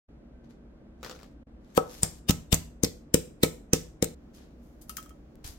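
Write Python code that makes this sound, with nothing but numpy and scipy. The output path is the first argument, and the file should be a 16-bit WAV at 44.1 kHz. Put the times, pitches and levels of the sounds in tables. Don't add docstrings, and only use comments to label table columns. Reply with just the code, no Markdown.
import sys
import numpy as np
from scipy import signal
from scipy.fft import rfft, irfft
from scipy.io import wavfile

SR = 44100
rng = np.random.default_rng(int(sys.argv[2]) if len(sys.argv) > 2 else 0)


def to_wav(sig):
    pcm = np.clip(np.atleast_2d(sig), -1, 1) * 32767
    pcm = np.round(pcm).astype(np.int16)
    wavfile.write(sys.argv[1], SR, pcm.T)


N = 246078

# (time [s], thud level [dB], contact half-time [ms], clay clink level [dB], squelch level [dB],
# squelch length [s], air pocket [Hz], squelch left-right difference [dB])
PESTLE_BLOWS = [(1.778, -1.5, 0.16, -16.5, -30, 0.0069, 1130, 9),
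                (2.035, -16, 1.24, -39.5, -23.5, 0.0041, 8560, 8),
                (2.2975, -6, 0.92, -28.5, -18, 0.0037, 3300, 8),
                (2.5314, -8.5, 1.5, -35.5, -20.5, .004, 3260, 15.5),
                (2.837, -9, 0.61, -45.5, -21.5, 0.0018, 6600, 19.5),
                (3.1446, -5, 0.54, -41.5, -9.5, 0.0014, 7430, 6.5),
                (3.4355, -4.5, 0.53, -27.5, -11, .0018, 4300, 0.5),
                (3.7345, -6, 0.61, -33.5, -8, 0.00093, 5690, -4),
                (4.027, -9, 0.51, -41, -15, .0012, 5200, 6.5)]
# (time [s], squelch level [dB], squelch length [s], air pocket [Hz], left-right difference [dB])
PESTLE_SLIPS = [(2.308, -22, 0.0036, 6560, -11.5), (2.5442, -14.5, 0.0022, 7400, 3.5),
                (2.847, -19, 0.0026, 4650, 1), (3.442, -26.5, 0.0071, 2270, -1),
                (4.044, -25.5, 0.0014, 7990, 14)]
# (frequency [Hz], level [dB], time to fall by 60 dB [s])
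MORTAR_MODES = [(65, -26, 0.24), (94, -7.5, 0.036), (161.5, -20, 0.26), (199, -3, 0.03),
                (276.4, -11, 0.084), (347, 1, 0.032), (447, -12.5, 0.21), (492.7, 7.5, 0.039),
                (747, 1, 0.034), (914, -2, 0.016), (1112, -1.5, 0.024), (1420, -3, .035)]
# (frequency [Hz], level [dB], time to fall by 60 dB [s])
WALL_MODES = [(1230, -5, .04), (1287, 0, .09), (1840, -18, .05), (2240, -19, .09), (2830, -15, .06),
              (3160, -5, .07)]
SILENT_FROM_S, SILENT_UNTIL_S = 4.147, 5.356


def pestle():
    # (frequency [Hz], level [dB])
    gurgle_colour = [(60, -21), (150, -10.5), (350, 0), (750, -1.5), (1400, -9.5), (3000, -12.5),
                     (16000, -30)]
    gurgle_db = -27
    gurgle_rise_s, gurgle_decay_s = .005, .012
    slip_thud_db = -11.5
    out = np.zeros((2, N))
    for s, thud_db, contact_ms, clink_db, *_ in PESTLE_BLOWS:
        lead, thud = knock(MORTAR_MODES, contact_ms)
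        add(out, s - lead, amp(thud_db) * ports(thud, side_db=1.14, lag_ms=.38))
        lead, clink = knock(WALL_MODES, contact_ms=.17)
        add(out, s - lead, -amp(clink_db) * ports(clink, side_db=6.5, lag_ms=.14))
        lead, gurgle = burst(lambda hz: read(gurgle_colour, hz), gurgle_rise_s, gurgle_decay_s,
                             grain_db=6.5, same=.13)
        add(out, s + gurgle_rise_s - lead, amp(thud_db + gurgle_db) * contact_ms * gurgle)
    lead, bump = knock(MORTAR_MODES, contact_ms=1.2)
    for s, squelch_db, *_ in PESTLE_SLIPS:
        add(out, s - lead, amp(squelch_db + slip_thud_db) * bump)
    return out


def pulp(spread_db=0.5):
    # (time [s], level [dB], air pocket [Hz], left-right difference [dB])
    skin_snaps = [(1.7766, -18.5, 2560, 10), (2.0327, -7, 8230, 0), (2.528, -10.5, 3270, -8.5),
                  (5.477, -32, 9000, -5)]
    squelch_lead = .6
    pocket_db, snap_pocket_db = 8.5, 13
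    snap_s = .0005
    squirts = []
    for s, _, _, _, db, length, hz, side_db in PESTLE_BLOWS:
        squirts.append(squirt(s - squelch_lead * length, db, length, hz, side_db, pocket_db))
    for slip in PESTLE_SLIPS:
        squirts.append(squirt(*slip, pocket_db))
    for s, db, hz, side_db in skin_snaps:
        squirts.append(squirt(s, db, snap_s, hz, side_db, snap_pocket_db))
    jets, sprays = np.zeros((2, 2, N))
    for start, jet, spray in squirts:
        add(jets, start, jet)
        add(sprays, start, amp(spread_db) * spray)
    return jets, sprays


def squirt(s, db, length, pocket_hz, side_db, pocket_db):
    # (frequency [Hz], level [dB])
    juice_colour = [(300, 5.5), (700, -1.5), (1300, -13.5), (1800, -4.5), (3000, -5), (5000, -4),
                    (8000, -1.5), (10500, -10.5), (13000, -2.5), (16000, -10.5)]
    gaps = ripple(3.5, 900, size=56)

    def half_pocket(hz):
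        octaves_off = np.log2((hz + 1) / pocket_hz)
        return pocket_db / (1 + (octaves_off / .3) ** 2) / 2

    lead, spray = burst(lambda hz: read(juice_colour, hz) + half_pocket(hz), length, length,
                        grain_db=5.5, same=.32)
    jet = shaped(spray, lambda hz: read(gaps, hz) + half_pocket(hz))
    jet *= np.linalg.norm(spray) / np.linalg.norm(jet)
    return s - lead, amp(db) * ports(jet, side_db, lag_ms=.194), amp(db) * spray


def chillies(knock_db=3.5, slap_db=2, count=16):
    # (time [s], level before the slap and knock gains [dB])
    clear_landings = [(1.0366, -43), (1.047, -35.5), (1.063, -37.5), (1.0965, -38.5), (1.112, -36.5),
                      (1.213, -53), (1.231, -47)]
    # (frequency [Hz], level [dB])
    pod_colour = [(200, -6), (480, 11.5), (800, -13), (1300, 8.5), (2000, -1.5), (5000, -1.5), (7500, -8.5),
                  (10000, -18.5), (16000, -11)]
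    pour_s, pour_length_s = 1.03, .25
    pour_db, fade_db_per_s, scatter_db = -41.5, 72, 2
    out = np.zeros((2, N))
    after = pour_length_s * ((np.arange(count) + rng.random(count)) / count) ** 1.5
    levels = pour_db - fade_db_per_s * after + scatter_db * rng.standard_normal(count)
    tap_lead, tap = knock(MORTAR_MODES, contact_ms=.12)
    for s, db in [*clear_landings, *zip(pour_s + after, levels)]:
        own = ripple(4.5, 400, size=20)
        lead, slap = burst(lambda hz: read(pod_colour, hz) + read(own, hz), rise=.0003, decay=.002,
                           grain_db=3, same=.7)
        add(out, s - lead, amp(db + slap_db) * slap)
        add(out, s - tap_lead, amp(db + knock_db) * tap)
    out *= amp([[2], [-2]])
    add(out, *rustle(s=1.06, db=-51.5, rise=.02, decay=.095, tilt_db=-4))
    return out


def garlic():
    # (time [s], skin tick level [dB], wall ring level [dB], ring delay [s])
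    clove_landings = [(4.8954, -29.5, -39.5, 0.00073), (4.9689, -27, -36, 0.014),
                      (5.028, -44.5, -72, 0.00048), (5.06, -54, -50.5, 0.00105), (5.0939, -49, -51, 0.013)]
    # (frequency [Hz], level [dB])
    skin_colour = [(500, -29.5), (1500, 3.5), (3000, 1.5), (6000, 5), (9000, 3.5), (13000, 2.5),
                   (16000, 5.5)]
    husk_db, husk_after_s = -17.5, .0047
    out = np.zeros((2, N))
    ring_lead, ring = knock(WALL_MODES, contact_ms=.06)
    for s, tick_db, ring_db, delay in clove_landings:
        lead, skin = burst(lambda hz: read(skin_colour, hz), rise=.0004, decay=.002, grain_db=3, same=.5)
        add(out, s - lead, amp(tick_db) * ports(skin, side_db=8.0, lag_ms=.17))
        add(out, s + delay - ring_lead, amp(ring_db) * ports(ring, side_db=-4.5, lag_ms=.037))
        add(out, *rustle(s + husk_after_s, tick_db + husk_db, rise=.0063, decay=.0082, tilt_db=8))
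    return out


def rubbing():
    # (time [s], level [dB], decay [s], brightness [dB per octave, well above 1 kHz])
    rubs = [(.443, -61, 0.025, -9), (.499, -62, 0.029, -5.5), (.80, -59, 0.014, -20),
            (1.70, -66.5, 0.31, -5), (1.915, -51.5, 0.19, 0), (4.348, -57.5, 0.029, .5),
            (4.388, -57, 0.056, -6), (4.64, -73, 0.14, 5), (4.816, -49.5, 0.0099, 7),
            (5.445, -40.5, 0.0086, 0), (5.462, -45, 0.039, 0.5)]
    rise_share = .19
    out = np.zeros((2, N))
    for s, db, decay, tilt_db in rubs:
        add(out, *rustle(s, db, rise_share * decay, decay, tilt_db))
    return out


def rustle(s, db, rise, decay, tilt_db):
    # (frequency [Hz], level [dB])
    rub_colour = [(400, -3.5), (1300, -8), (3000, -6.5), (6500, -2.5), (9000, -10), (13000, -7.5),
                  (16000, -18.5)]
    lead, grains = burst(lambda hz: read(rub_colour, hz) + tilt_db * np.log2(1 + hz / 1000), rise, decay,
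                         grain_db=6.0, same=.092)
    return s - lead, amp(db) * ports(grains, side_db=2.0, lag_ms=.22)


def nudges():
    # (time [s], level [dB])
    pestle_nudges = [(5.453, -30.5), (5.501, -35)]
    out = np.zeros((2, N))
    lead, bump = knock(MORTAR_MODES, contact_ms=3.4)
    for s, db in pestle_nudges:
        add(out, s - lead, amp(db) * bump)
    return out


def tick():
    out = np.zeros((2, N))
    add(out, 5.356, amp(-39) * np.ones((2, 1)))
    return out


def kitchen(x, room_db=-13, near_db=-10, near_t60=0.086, mono_hz=260, build_s=0.0018):
    # (frequency [Hz], time to fall by 60 dB [s])
    room_t60 = [(80, 0.54), (200, 0.44), (500, 0.36), (1500, 0.33), (4000, 0.32), (8000, 0.32),
                (15000, 0.28)]
    # (frequency [Hz], level [dB])
    room_colour = [(60, -9), (110, -9), (160, -3), (240, -2), (380, -3), (490, 2), (900, 1), (2500, 1),
                   (7000, 1), (15000, -2)]
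    hz, t, z = signal.stft(rng.standard_normal((2, SR * 3 // 4)), SR, nperseg=256)
    apart = (1 / (1 + (mono_hz / (hz + 1)) ** 4))[:, None]
    z[1] = np.sqrt(1 - apart) * z[0] + np.sqrt(apart) * z[1]
    fade_db = read(room_colour, hz)[:, None] - 60 * t / read(room_t60, hz)[:, None]
    tail = signal.istft(z * amp(fade_db), SR, nperseg=256)[1]
    t = np.arange(tail.shape[1]) / SR
    tail *= 1 - np.exp(-(t / build_s) ** 2)
    near = shaped(rng.standard_normal(tail.shape), lambda hz: read([(300, -11.5), (1200, -7)], hz))
    near[1] += shaped(near[0] - near[1], lambda hz: -20 * np.log10(1 + (hz / mono_hz) ** 4))
    near *= amp(-60 * t / near_t60) * (t > .0012)
    echo = amp(room_db) * tail / np.linalg.norm(tail[0]) + amp(near_db) * near / np.linalg.norm(near[0])
    return signal.fftconvolve(x, echo, axes=1)[:, :N]


def hum():
    # (frequency [Hz], relative level per Hz [dB])
    hum_colour = [(15, -47.5), (25, -7), (43, -4.5), (64, -5.5), (92, -20.5), (141, -9), (236, -18.5),
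                  (309, -10), (384, -19.5), (591, -21), (887, -32), (1520, -35.5), (1790, -38.5),
                  (6210, -54.5), (16000, -71)]
    # (frequency [Hz], width [Hz], level before the common gain [dB])
    drone_bands = [(57, 16, -53.5), (195, 14, -63.5), (234, 22, -58), (283, 7, -67.5)]
    # (frequency [Hz], likeness from -1 opposite to 1 equal)
    likeness = [(60, 0.98), (180, 0.93), (550, 0.48), (1650, -0.059), (4970, -0.7), (15000, -0.03)]
    wash_db, common_db = -53, -1.5
    a, b = rfft(rng.standard_normal((2, N)))
    hz = np.fft.rfftfreq(N, 1 / SR)
    same = np.clip(read(likeness, hz), -1, 1)
    pair = np.array([a, same * a + np.sqrt(1 - same ** 2) * b])
    wash = evened(irfft(pair * amp(read(hum_colour, hz)), N))
    bands = np.zeros(N)
    for centre, width, db in drone_bands:
        narrow = rfft(rng.standard_normal(N)) / (1 + (2 * (hz - centre) / width) ** 2)
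        bands += amp(db) * evened(irfft(narrow, N))
    return amp(wash_db) * wash + amp(common_db) * bands


def hiss():
    # (frequency [Hz], relative level per Hz [dB])
    hiss_colour = [(500, 8.5), (2500, -3.5), (7000, -4.5), (8500, -15), (16000, -10)]
    noise = shaped(rng.standard_normal((2, N)), lambda hz: read(hiss_colour, hz))
    return amp(-74.5) * evened(noise) * (np.arange(N) / SR > SILENT_FROM_S)


def whine():
    centre_hz, width_hz, level_db, until_s = 1550, 14, -83, 1.44
    tone = shaped(rng.standard_normal(N),
                  lambda hz: -20 * np.log10(1 + (2 * (hz - centre_hz) / width_hz) ** 2))
    return amp(level_db) * evened(tone) * (np.arange(N) / SR < until_s)


def knock(modes, contact_ms, count=16384):
    t = np.arange(count) / SR
    lead = .015
    force = np.exp(-.5 * ((t - lead) * 1000 / contact_ms) ** 2)
    ringing = sum(amp(db - 60 * t / t60) * np.cos(2 * np.pi * hz * t) for hz, db, t60 in modes)
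    ring = signal.fftconvolve(force, ringing)[:count]
    return lead, np.array([ring, ring]) / abs(ring).max()


def burst(curve_db, rise, decay, grain_db, same, count=16384):
    lead = count // 4 / SR
    t = np.arange(count) / SR - lead
    grain = 16
    levels = np.repeat(rng.standard_normal(count // grain), grain)
    cracks = rng.standard_normal((3, count)) * amp(grain_db * levels)
    pair = shaped(np.sqrt(same) * cracks[0] + np.sqrt(1 - same) * cracks[1:], curve_db)
    swell = np.exp(np.minimum(t / rise, -t / decay))
    return lead, evened(pair * swell) * np.sqrt(np.mean(swell ** 2))


def ports(pair, side_db, lag_ms):
    count = pair.shape[1]
    late = np.exp(-2j * np.pi * np.fft.rfftfreq(count, 1 / SR) * lag_ms / 1000)
    right = irfft(rfft(pair[1]) * late, count)
    return np.array([pair[0] * amp(side_db / 2), right * amp(-side_db / 2)])


def ripple(depth_db, low_hz, size):
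    return np.column_stack([np.geomspace(low_hz, SR / 2, size), depth_db * rng.standard_normal(size)])


def shaped(x, curve_db):
    count = x.shape[-1]
    return irfft(rfft(x) * amp(curve_db(np.fft.rfftfreq(count, 1 / SR))), count)


def read(points, hz):
    f, value = np.transpose(points)
    return np.interp(np.log(hz + 1), np.log(f + 1), value)


def amp(db):
    return 10 ** (np.asarray(db) / 20)


def evened(x):
    return x / np.sqrt(np.mean(x ** 2) + 1e-20)


def add(mix, s, sound):
    part = mix[:, max(round(s * SR), 0):][:, :sound.shape[1]]
    part += sound[:, :part.shape[1]]


def scene():
    # (time [s], level [dB])
    level_dips = [(0, -70), (.075, -60), (.088, 0), (1.432, 0), (1.438, -26), (1.464, -26), (1.47, 0)]
    t = np.arange(N) / SR
    thuds = pestle()
    jets, spray = pulp()
    pounding = thuds + jets + kitchen(thuds + spray)
    pounding *= (t < SILENT_FROM_S) | (t > SILENT_UNTIL_S)
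    handling = chillies() + garlic() + rubbing() + nudges()
    handling = handling + kitchen(handling, room_db=-8.5, near_db=-5.5)
    background = hum() + hiss() + whine()
    return (pounding + handling + background + tick()) * amp(np.interp(t, *np.transpose(level_dips)))


def record(dry):
    dry = signal.sosfilt(signal.butter(1, 32, "high", fs=SR, output="sos"), dry)
    treble_cut = signal.firwin(511, 16100, window=("kaiser", 9), fs=SR)
    return signal.oaconvolve(np.clip(dry, -1, 1), treble_cut[None], "same")


dry = scene()
out = record(dry)
to_wav(out)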